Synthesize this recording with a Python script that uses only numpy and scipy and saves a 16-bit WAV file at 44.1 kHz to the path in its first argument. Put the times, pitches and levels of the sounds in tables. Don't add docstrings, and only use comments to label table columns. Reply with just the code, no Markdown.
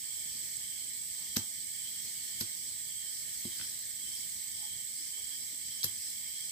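import sys
import numpy as np
from scipy import signal
from scipy.fft import rfft, irfft, next_fast_len
from scipy.io import wavfile
from scipy.ndimage import uniform_filter1d, map_coordinates

SR = 44100
rng = np.random.default_rng(int(sys.argv[2]) if len(sys.argv) > 2 else 0)


def to_wav(sig):
    pcm = np.clip(np.atleast_2d(sig), -1, 1) * 32767
    pcm = np.round(pcm).astype(np.int16)
    wavfile.write(sys.argv[1], SR, pcm.T)


N = 287091


def amp(db):
    return 10 ** (np.asarray(db) / 20)


def unit(x):
    return x / np.sqrt(np.mean(x ** 2) + 1e-20)


def along(points, hz):
    f, *cols = np.transpose(points)
    return [np.interp(np.log(hz + 1), np.log(f + 1), c) for c in cols]


def curves(rows):
    s, *cols = np.transpose(rows)
    return [np.interp(np.arange(N) / SR, s, c) for c in cols]


def sides(db):
    return amp([[db / 2], [-db / 2]])


def filtered(x, response):
    m = next_fast_len(x.shape[-1] + 8192)
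    spectrum = rfft(x, m) * response(np.fft.rfftfreq(m, 1 / SR))
    return irfft(spectrum, m)[..., :x.shape[-1]]


def resonances(modes):
    def response(f):
        total = 0
        for k, (centre, width, db) in enumerate(modes):
            damping = 1j * f * width
            total = total + (-1) ** k * amp(db) * damping / (centre * centre - f * f + damping)
        return total
    return response


def drift(depth_db):
    knots_per_s = 3
    knots = rng.standard_normal(int(N * knots_per_s / SR) + 4)
    return depth_db * map_coordinates(knots, [np.arange(N) * knots_per_s / SR])


def phrases(rows, length):
    t = np.arange(N) / SR
    return sum(amp(db) * np.exp(-(2 * (t - s) / length) ** 4) for s, db in rows)


def shore():
    # f/Hz, relative level/dB per Hz, left-right/dB, left-right likeness (-1 to 1)
    far_spectrum = [(15, -30, 0, .2), (29.8, 1.5, -4, 0.22), (70.6, 4, -1.5, 0.21), (226, -1, 0, 0.15),
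                    (440, -11, -1.5, 0.21), (1480, -13.5, -1, -0.34), (1823, 0.5, 2, 0.18),
                    (2550, -9.5, 4, 0.4), (3750, 1, -1, 0.27), (4350, 6, -2.5, -0.025),
                    (6430, 2.5, -0.5, 0.051), (10500, 0.5, -4.5, -0.063), (16200, 2.5, 1.5, 0.14)]
    mean_db, drift_db = -43.5, 0.78
    z = signal.stft(rng.standard_normal((2, N)), nperseg=512)[2]
    patches = uniform_filter1d(rng.standard_normal(z.shape[1:]), 4, 0)
    patches = uniform_filter1d(patches, 10, 1)
    pair = signal.istft(z * amp(1.8 * unit(patches)), nperseg=512)[1][:, :N]

    def mid_side_shape(hz):
        level, _, likeness = along(far_spectrum, hz)
        turn = np.arccos(np.clip(likeness, -1, 1)) / 2
        return amp(level) * [np.cos(turn), np.sin(turn)]

    def lean(hz):
        return amp(np.outer([.5, -.5], along(far_spectrum, hz)[1]))

    mid, side = filtered(pair, mid_side_shape)
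    hiss = filtered(np.array([mid + side, mid - side]), lean)
    return amp(mean_db + drift(drift_db)) * unit(hiss)


def chorus(songs, scatter_db):
    out = np.zeros((2, N))
    for hz, spread_hz, life, rate, db, pan_db in songs:
        when, pitch, size = rng.standard_normal((3, 2, int(rate * N / SR), 1))
        start = (np.abs(when) * 1e7 % N).astype(int)
        k = np.arange(int(life * SR))
        tone = np.sin(2 * np.pi * (hz + spread_hz * pitch) * k / SR)
        burst = amp(scatter_db * size) * tone * np.hanning(len(k))
        ears = [np.bincount((s + k).ravel(), b.ravel(), N + len(k))[:N] for s, b in zip(start, burst)]
        out += amp(db) * sides(pan_db) * np.array([unit(e) for e in ears])
    return out


def low_chorus():
    # f/Hz, pitch spread/Hz, burst length/s, bursts per s, relative level/dB, left-right/dB
    songs = [(2193, 41.5, 0.012, 200, 1, -3.5), (1978, 170, 0.0077, 300, -6.5, -5),
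             (2362, 74, 0.011, 200, -7.5, -2), (3131, 61, 0.0093, 200, 2.5, -3),
             (3327, 64, 0.0087, 200, 3.5, -2), (5325, 424, 0.0027, 1000, 8, 1.5)]
    return amp(-63.5 + drift(0.85)) * chorus(songs, scatter_db=2)


def whines():
    # f/Hz, pitch spread/Hz, burst length/s, bursts per s, relative level/dB, left-right/dB
    songs = [(10930, 20, .025, 100, -2, -8), (12560, 30, .02, 100, 0, -8), (13720, 25, .02, 100, 0, -8),
             (15270, 90, .008, 200, 8, -4)]
    return amp(-68.5) * chorus(songs, scatter_db=2)


def whistle():
    notes = [(1.42, .56, 5694, -59, -3), (2.3, .8, 5457, -68, 3), (4.08, .56, 5690, -65, -3),
             (5.27, .95, 5475, -62, -5), (6.42, .56, 5694, -63, -3)]
    turn = 2 * np.pi * np.arange(N) / SR
    out = np.zeros((2, N))
    for s, length, hz, db, octave_db in notes:
        tone = np.sin(hz * turn) * sides(-3)
        octave = amp(octave_db) * np.sin(2 * hz * turn) * sides(-6)
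        out += phrases([(s, db)], length) * (tone + octave)
    return out


def cicadas():
    # f/Hz, pitch spread/Hz, click length/s, clicks per s, relative level/dB, left-right/dB
    songs = [(8000, 323, 0.0046, 3000, -0.5, -5), (7904, 137, 0.0057, 500, -6.5, -10),
             (6627, 76, 0.0096, 600, -16, -0.5)]
    return amp(-42.5 + drift(0.2)) * chorus(songs, scatter_db=.5)


def caller():
    # f/Hz, pitch spread/Hz, burst length/s, bursts per s, relative level/dB, left-right/dB
    songs = [(3098, 16, 0.046, 80, -0.91, -1.2), (3277, 8.8, 0.035, 89, -0.4, -1.6)]
    # t/s, level/dB
    strength = [(0, -61), (1.4, -57), (3, -58), (4.15, -55), (6.51, -56)]
    first_s, every_s, length_s = 0.21, .559, 0.3
    beats = np.arange(first_s, N / SR, every_s)
    levels_db = np.interp(beats, *np.transpose(strength))
    return phrases(zip(beats, levels_db), length_s) * chorus(songs, scatter_db=2)


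def rasper():
    # f/Hz, pitch spread/Hz, burst length/s, bursts per s, relative level/dB, left-right/dB
    songs = [(4960, 9.4, 0.015, 100, -18, 8), (5340, 370, 0.0064, 1000, -8, 0.5),
             (9400, 1030, 0.0033, 730, -10, -3)]
    # middle t/s, level/dB
    pulses = [(2.65, -46.5), (3.17, -45), (3.65, -42), (4.16, -41), (4.6, -43.5), (5.03, -43), (5.4, -44.5),
              (5.72, -44), (6.06, -43.5), (6.44, -45)]
    return phrases(pulses, length=.18) * chorus(songs, scatter_db=3.5)


def katydids():
    # strokes per s, relative level/dB
    singers = [(57.2, -57), (59.2, -54.5)]
    # f/Hz, relative level/dB per Hz
    wing_spectrum = [(9000, -35), (11500, -23), (13500, 6), (15200, -5), (16000, -19)]
    rate, db = np.transpose(singers)[:, :, None]
    stroke = (rate * np.arange(N) / SR) % 1
    hiss = filtered(rng.standard_normal((2, N)), lambda hz: amp(along(wing_spectrum, hz)[0]))
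    return amp(db) * unit(hiss * np.exp(-2.5 * stroke))


def cricket():
    # f/Hz, level/dB, left-right/dB
    hz, db, pan_db = (7430, -57.5, -6)
    # t/s, chirps per s
    pace = [(0, 16.4), (3.1, 16.4), (3.4, 16.8), (4.6, 16.8), (4.9, 16.4), (6.51, 16.5)]
    beat = np.cumsum(curves(pace)[0]) / SR + .45
    gate = np.clip(np.cos(2 * np.pi * beat) + .2, 0, 1)
    wing = resonances([(hz, 120, 0)])
    tone = filtered(rng.standard_normal((2, N)), lambda f: wing(f) ** 2)
    return amp(db) * sides(pan_db) * unit(gate * tone)


def scuffs():
    # middle t/s, length/s, f/Hz, width/Hz, level/dB
    rubs = [(1.24, 0.16, 900, 500, -70), (3.618, 0.12, 1850, 700, -60), (4.64, 0.075, 830, 200, -61.5),
            (5, 0.11, 292, 60, -65), (5.195, 0.048, 462, 80, -62.5), (5.188, 0.027, 1000, 900, -66)]
    out, t = np.zeros((2, N)), np.arange(N) / SR
    for s, length, hz, width, db in rubs:
        body = resonances([(hz, width, 0)])
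        noise = filtered(rng.standard_normal((2, N)), lambda f: body(f) ** 2)
        out += amp(db) * np.exp(-(2 * (t - s) / length) ** 2) * unit(noise)
    return out


def trees(x):
    # f/Hz, t60/s
    decay = [(150, 0.19), (1000, 0.26), (5000, 0.19), (14000, 0.12)]
    hz, t, z = signal.stft(rng.standard_normal((2, SR // 3)), SR, nperseg=256)
    t60 = along(decay, hz)[0][:, None]
    tail = signal.istft(z * amp(-60 * t / t60), SR, nperseg=256)[1]
    late = np.pad(x, ((0, 0), (250, 0)))
    return signal.fftconvolve(late, tail / np.linalg.norm(tail[0]), axes=1)[:, :N]


def ring(modes, t):
    onset = 1 - np.exp(-t / 0.0042)
    return onset * sum(amp(db - 60 * t / t60) * np.sin(2 * np.pi * hz * t) for hz, db, t60 in modes)


def thuds():
    # t/s, then gain/dB of slow swing, main flex, quick flex and dull tap
    seatings = [(1.3679, -24, -19.5, -40, -30.5), (2.4114, -28.5, -28, -40.5, -38.5),
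                (3.4530, -33, -27, -38, -50), (3.6, -40.5, -47, -53, -54),
                (5.845, -29.5, -37.5, -44.5, -36)]
    # f/Hz, relative level/dB, t60/s
    families = [
        [(101.6, -12.5, 0.16), (147.5, -2, 0.051)],
        [(194, -8.5, 0.081), (228, -.5, .045), (279, -11.5, 0.043)],
        [(344.4, -5.5, .14)],
        [(480, 1.5, .025)],
    ]
    out, t = np.zeros(N + SR), np.arange(SR // 3) / SR
    for s, *levels_db in seatings:
        flex = sum(amp(db) * ring(modes, t) for db, modes in zip(levels_db, families))
        out[round(s * SR):][:len(t)] += flex
    return out[:N]


def snaps():
    # middle t/s, rattle half-length/s, joint f/Hz, joint peak level/dB,
    # high ring peak level/dB, tube knock f/Hz, knock peak level/dB
    contacts = [(1.363, 0.0033, 3980, -32, -32, 2000, -40), (1.3656, 0.0016, 4470, -23, -20, 1000, -38),
                (1.3678, 0.00078, 3930, -23, -19, 810, -30),
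                (1.3697, .00043, 5930, -14.5, -32, 2000, -23.5),
                (2.4035, 0.0019, 5000, -37, -27, 2000, -49), (2.408, .0022, 5000, -35, -24, 800, -42),
                (2.412, 0.0043, 4870, -25.5, -29, 2140, -34.5), (3.453, .0012, 3800, -37, -36, 600, -48),
                (3.599, .003, 3030, -47, -52, 1910, -38), (3.613, .0015, 3250, -33, -52, 1800, -35),
                (5.832, 0.0014, 4600, -22.5, -46, 2000, -52), (5.839, 0.0032, 4600, -27, -23.5, 900, -45),
                (5.8434, 0.0015, 4530, -22, -18, 1390, -34.5), (5.8453, .0012, 6500, -22, -18, 910, -40)]
    # f/Hz, width/Hz, relative level/dB
    high_ring = [(9560, 9500, -11), (12430, 2000, -1), (15100, 2600, -12.5)]
    out = np.zeros((2, N + SR))
    around = np.arange(-500, 1500)
    for s, length, joint_hz, joint_db, bright_db, knock_hz, knock_db in contacts:
        swell = np.exp(-(around / SR / length) ** 2)
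        chatter = rng.standard_normal((3, 2, len(around))) * swell
        joint = [(joint_hz, 0.45 * joint_hz, 0)]
        tube = [(knock_hz, 1.45 * knock_hz, 0)]
        for noise, modes, db in zip(chatter, (joint, high_ring, tube), (joint_db, bright_db, knock_db)):
            body = resonances(modes)
            sound = filtered(noise, lambda f: body(f) ** 2)
            out[:, round(s * SR) + around] += amp(db) * sound / np.abs(sound).max(axis=1, keepdims=True)
    return out[:, :N]


def scene():
    insects = low_chorus() + whines() + whistle() + cicadas() + caller() + rasper() + katydids() + cricket()
    rattle, flex = snaps(), thuds()
    scattered = trees(amp(-7) * rattle + amp(-13.5) * flex)
    pole = rattle + flex * sides(-1.3) + scattered + scuffs()
    return shore() + insects + pole


def record(dry):
    top_hz = 15500
    bass_cut = signal.butter(2, 60, "high", fs=SR, output="sos")
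    return filtered(signal.sosfilt(bass_cut, dry), lambda hz: hz < top_hz)


dry = scene()
out = record(dry)
to_wav(out)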